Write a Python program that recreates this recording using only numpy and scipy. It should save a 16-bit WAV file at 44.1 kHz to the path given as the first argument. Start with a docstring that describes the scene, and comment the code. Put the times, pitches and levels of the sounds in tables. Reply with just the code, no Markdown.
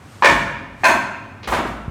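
"""A small, hard, tiled room, with one microphone facing a wooden training dummy from far enough off
that the room outweighs the direct sound. Forearms hit each of two loose wooden arms, which clack and
rattle in their sockets; then two palms land on the trunk. The heavy trunk thuds and booms on its rails,
and the room rings for about a second after every blow. Clothes rustle over a quiet room tone."""
import sys
import numpy as np
from scipy import signal
from scipy.fft import rfft, irfft, next_fast_len
from scipy.io import wavfile
from scipy.ndimage import uniform_filter1d

SR = 44100
rng = np.random.default_rng(int(sys.argv[2]) if len(sys.argv) > 2 else 0)


def bounce(signal):
    """Save signal as a 16-bit WAV file at the path given by the first command-line argument."""
    frames = np.transpose(np.atleast_2d(signal))
    limited = np.clip(frames, -1, 1)
    pcm = np.round(limited * 32767).astype(np.int16)
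    wavfile.write(sys.argv[1], SR, pcm)


N = 83790
TIME = np.arange(N) / SR

# contacts of each wooden arm: t/s, level/dB, brightness f/Hz, clack relative to the contact/dB
FIRST_ARM_KNOCKS = [(.2225, 21, 3630, 5), (.2445, 27.5, 6870, 3.5), (.2545, 15.5, 3230, -8),
                    (.274, 9, 2470, 9)]
SECOND_ARM_KNOCKS = [(.8348, 17, 1970, 8.5), (.8425, 24, 9000, 0), (.877, -0.5, 14500, 8),
                     (.8915, 8.5, 1900, 19.5)]


def from_db(db):
    """Decibels to gain."""
    return 10 ** (np.asarray(db) / 20)


def at_hz(points, hz):
    """Read a table on a log-frequency axis."""
    freqs, values = np.transpose(points)
    return np.interp(np.log(np.maximum(hz, 1)), np.log(freqs), values)


def unit(x):
    """Scale to an energy of one."""
    return x / np.sqrt(np.sum(x ** 2) + 1e-20)


def dying(t60):
    """Envelope that falls by 60 dB in t60 seconds."""
    return np.exp(-np.log(1000) * TIME / t60)


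def rising(rise_s):
    """Envelope that climbs towards one with time constant rise_s."""
    return 1 - np.exp(-TIME / rise_s)


def delayed(x, s):
    """Start x at time s."""
    return np.concatenate([np.zeros(max(int(s * SR), 0)), x])[:N]


def coloured(x, spectrum):
    """Causal (minimum-phase) filter with the given spectrum."""
    size = 2 * next_fast_len(N)
    gain = from_db(at_hz(spectrum, np.fft.rfftfreq(size, 1 / SR)))
    cepstrum = irfft(np.log(gain))
    cepstrum[1:size // 2] *= 2
    cepstrum[size // 2 + 1:] = 0
    return irfft(rfft(x, size) * np.exp(rfft(cepstrum)))[:N]


def evened(x, width_hz):
    """Level the spectrum of a burst, keeping only ripple finer than width_hz."""
    spectrum = rfft(x)
    power = uniform_filter1d(np.abs(spectrum) ** 2, max(int(width_hz * N / SR), 1))
    flat = irfft(spectrum / np.sqrt(np.abs(power) + 1e-12), N)
    return unit(flat * (TIME < TIME[-1] / 2))


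def contact(s, db, bright_hz, smear_s=0):
    """A click, or a short swelling burst where surfaces rattle or flesh spreads; softer is duller."""
    push = signal.unit_impulse(N)
    if smear_s:
        swell = TIME * np.exp(-2 * TIME / smear_s)
        push = evened(rng.standard_normal(N) * swell, width_hz=8.6) * np.sqrt(swell)
    soft = signal.butter(2, min(bright_hz, .45 * SR), fs=SR, output="sos")
    return from_db(db) * signal.sosfilt(soft, delayed(unit(push), s) + 1e-18)


def resonance(x, hz, width_hz):
    """One mode, gain 1 at its top."""
    r = np.exp(-np.pi * width_hz / SR)
    feedback = [1, -2 * r * np.cos(2 * np.pi * hz / SR), r * r]
    return signal.lfilter(np.array([1, 0, -1]) * (1 - r * r) / 2, feedback, x + 1e-18)


def low_swing(s, db, hz, t60, rise_s):
    """One deep mode that swells and dies after a push."""
    swing = -np.sin(2 * np.pi * hz * TIME) * dying(t60) * rising(rise_s)
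    return from_db(db) * delayed(swing, s)


def room_tone():
    """The steady, low hush of the room."""
    spectrum = [(25, -8), (55, -16), (98, 7.5), (135, -2.5), (280, -5.5), (450, -14), (1100, -13),
                (2200, -20), (4000, -34), (9000, -41.5), (16000, -53)]  # colour of the hush: f/Hz, level/dB
    return from_db(-22) * coloured(rng.standard_normal(N), spectrum)


def clothes():
    """The treble hiss of cloth, swelling as the body moves."""
    rustle = [(0, -56.5), (.13, -48.5), (.2, -48.5), (.4, -41), (.7, -76), (.82, -48.5), (1.1, -72),
              (1.4, -79), (1.7, -57), (1.9, -61)]  # course of the hiss: t/s, level/dB
    spectrum = [(500, -39), (2500, 3.5), (5000, 0), (9300, -1), (10500, -13.5), (13000, -8), (17000, -41)]  # colour of the cloth: f/Hz, level/dB
    motion = from_db(np.interp(TIME, *np.transpose(rustle)))
    return motion * coloured(rng.standard_normal(N), spectrum)


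def tiled_room(x):
    """At the microphone: weak direct sound, near-wall reflections and a tail whose treble dies first."""
    decay = [(60, 1.7), (150, 1.64), (300, 1.035), (700, 0.9), (1600, 0.99), (3000, 0.96), (6000, 0.72),
             (10000, 0.59), (16000, 0.27)]  # reverberation time: f/Hz, T60/s
    direct_db, early_db, walls_db = -10, 6.5, 0.26
    hz, centres = np.fft.rfftfreq(N, 1 / SR), np.geomspace(50, 16000, 14)
    white = rfft(rng.standard_normal(N))
    bands = [irfft(white * at_hz(np.c_[centres, share], hz), N) for share in np.eye(len(centres))]
    tail = sum(band * dying(at_hz(decay, centre)) for band, centre in zip(bands, centres))
    tail = unit(tail * rising(0.0043))
    echoes = rng.standard_normal(N) * (rng.random(N) < 3000 / SR)  # about 3000 a second
    early = from_db(early_db) * unit(echoes * dying(0.3))
    diffuse = evened(early + tail, width_hz=25.6)  # the walls favour no wider band
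    walls = from_db(walls_db) * delayed(diffuse, 0.001895)
    return from_db(direct_db) * x + signal.fftconvolve(x, walls)[:N]


def lingering_tones():
    """The purest tones of each arm build up in the room after its hardest contact and die with it."""
    # tones that the room keeps ringing: f/Hz, level/dB
    first_tones = [(1735, -32), (1772, -22.5)]
    second_tones = [(1007, -21), (1372, -56), (1533, -16), (1587, -22)]
    ringing = np.zeros(N)
    for knocks, tones in (FIRST_ARM_KNOCKS, first_tones), (SECOND_ARM_KNOCKS, second_tones):
        hardest_s = max(knocks, key=lambda knock: knock[1])[0]
        sines = sum(from_db(db) * np.sin(2 * np.pi * (hz * TIME + rng.random())) for hz, db in tones)
        ringing += delayed(sines * dying(0.76) * rising(0.017), hardest_s)
    return ringing


def frame_boom():
    """The frame swings in one deep, slowly dying mode."""
    pushes = [(0.291, -60), (1.598, -33)]  # pushes on the frame: t/s, level/dB
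    return sum(low_swing(s, db, hz=55.3, t60=6.8, rise_s=0.043) for s, db in pushes)


def bumps():
    """Soft, deep bumps that die at once."""
    pulses = [(0.296, -19, 76.5, 0.1), (1.4875, -18.5, 63, 0.091), (1.880, -2, 81, 0.015)]  # bass pulses: t/s, level/dB, f/Hz, T60/s
    return sum(low_swing(s, db, hz, t60, rise_s=0.00062) for s, db, hz, t60 in pulses)


def trunk():
    """Dull thuds of the trunk on its rails."""
    landings = [(0.263, 17.5, 497), (0.29, 32, 240), (0.887, 21, 497)]  # trunk meets rails: t/s, level/dB, brightness f/Hz
    spectrum = [(25, -46), (50, 6.5), (80, -12), (125, 1.5), (200, -1.5), (300, 1), (600, -10.5),
                (2000, 18)]  # response of the trunk: f/Hz, level/dB
    return coloured(sum(contact(s, db, hz) for s, db, hz in landings), spectrum)


def rattles():
    """A loose arm chatters in its socket, wood on wood, fine and bright."""
    bursts = [(0.246, 3, 0.065), (0.835, 11.5, 0.037), (1.504, 4, 0.0087)]  # bursts of chatter: t/s, level/dB, smear/s
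    spectrum = [(500, -23), (2500, -43), (4000, -22.5), (7000, -3), (10000, -9), (17000, -16.5)]  # colour of the chatter: f/Hz, level/dB
    chatter = sum(contact(s, db, bright_hz=15700, smear_s=smear) for s, db, smear in bursts)
    return coloured(chatter, spectrum)


def hands():
    """Palms slap the trunk and skin brushes along the wood."""
    palms = [(1.4735, 14.5, 15400), (1.513, 12.5, 1490), (1.5234, 19, 4330), (1.536, 14.5, 11300),
             (1.583, 13.5, 2980), (1.631, 12.5, 1290), (1.662, 2.5, 14900)]  # palm contacts: t/s, level/dB, brightness f/Hz
    palm_spectrum = [(60, 5), (150, 3), (330, 9), (450, 3), (680, 8.5), (900, 5), (1100, 7), (1500, 4.5),
                     (2200, -0.5), (3500, -7), (5500, -13.5), (10000, -19), (17000, -25)]  # colour of a slap: f/Hz, level/dB
    strokes = [(1.43, 10.5)]  # sliding skin: t/s, level/dB
    brush_spectrum = [(300, -1.5), (1500, -10), (2600, -5), (4500, -10), (6500, -21), (8000, -35),
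                      (16000, -46)]  # colour of a stroke: f/Hz, level/dB
    slaps = sum(contact(s, db, hz, smear_s=0.005) for s, db, hz in palms)
    brushes = sum(contact(s, db, bright_hz=11900, smear_s=0.0051) for s, db in strokes)
    return coloured(slaps, palm_spectrum) + coloured(brushes, brush_spectrum)


def tocks():
    """Wood damped by the limb that strikes it: one short resonance a blow."""
    blows = [(0.2227, 38.5, 1008, 85.5), (0.2321, 38.5, 1000, 115), (.245, 36.5, 560, 85),
             (.835, 31.5, 707, 85), (.845, 31, 1000, 80), (1.5221, 27, 1010, 152), (1.526, 25.5, 714, 89.5)]  # limb meets wood: t/s, level/dB, f/Hz, width/Hz
    wood = np.zeros(N)
    for s, db, hz, width in blows:
        ring = resonance(contact(s, db, bright_hz=4270), hz, width)
        wood += resonance(ring, hz, 5 * width)  # trims the skirts of the resonance
    return wood


def wooden_arms():
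    """Every contact rings an arm's modes and adds a dry, rattling clack."""
    # modes of each arm: f/Hz, width/Hz, level/dB
    first_modes = [(559.6, 18, 15), (677, 28, 12), (893, 93, 8.5), (1061, 55, 10.5), (1480, 49, 7.5),
                   (1700, 70, 13.5), (1753, 39, 20.5), (1816, 59, 10.5), (2244, 160, 5.5), (2449, 73, 8.5)]
    second_modes = [(563, 32, 10), (662.6, 40, 15.5), (870, 63, 12), (1011, 107, 15.5), (1093, 55, 13.5),
                    (1424, 50, 12.5), (1556, 22, 18.5), (1580, 44, 16), (1798, 58, 16), (2464, 110, 12.5),
                    (2650, 104, 5), (4182, 140, 1), (6480, 140, -4.5), (9230, 170, -8)]
    clack_spectrum = [(60, -31.5), (150, -10.5), (300, 2), (450, -8.5), (800, -4), (1800, 3), (2700, -5.5),
                      (3300, -8), (5000, -12.5), (8500, -16.5), (11000, -21.5), (17000, -15)]  # dense modes of hard wood: f/Hz, level/dB
    wood = np.zeros(N)
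    for knocks, modes in (FIRST_ARM_KNOCKS, first_modes), (SECOND_ARM_KNOCKS, second_modes):
        force = sum(contact(s, db, hz) for s, db, hz, _ in knocks)
        clacks = sum(contact(s, db + clack_db, hz, smear_s=0.0036) for s, db, hz, clack_db in knocks)
        wood += coloured(clacks, clack_spectrum)
        for k, (hz, width, db) in enumerate(modes):
            wood += (-1) ** k * from_db(db) * resonance(force, hz, width)
    return wood


def scene():
    """The dummy as heard from the microphone, over rustling clothes and room tone."""
    tock = tocks()
    dummy = tock + trunk() + wooden_arms() + rattles() + hands()
    background = room_tone() + clothes()
    on_axis = from_db(-3) * tock  # the struck face points at the microphone: extra direct sound
    wood = tiled_room(dummy) + on_axis + lingering_tones()
    return (background + frame_boom() + bumps() + wood)[None]


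def record(dry):
    """The mono microphone rounds the loudest peaks and loses the deepest bass and the very top."""
    ceiling, low_hz, top_hz = 1.15, 40, 17300
    rounded = ceiling * np.tanh(dry / ceiling)
    thin = signal.sosfilt(signal.butter(4, low_hz, "high", fs=SR, output="sos"), rounded)
    return signal.sosfilt(signal.ellip(10, .1, 70, top_hz, fs=SR, output="sos"), thin)


dry = scene()
out = record(dry)
bounce(out)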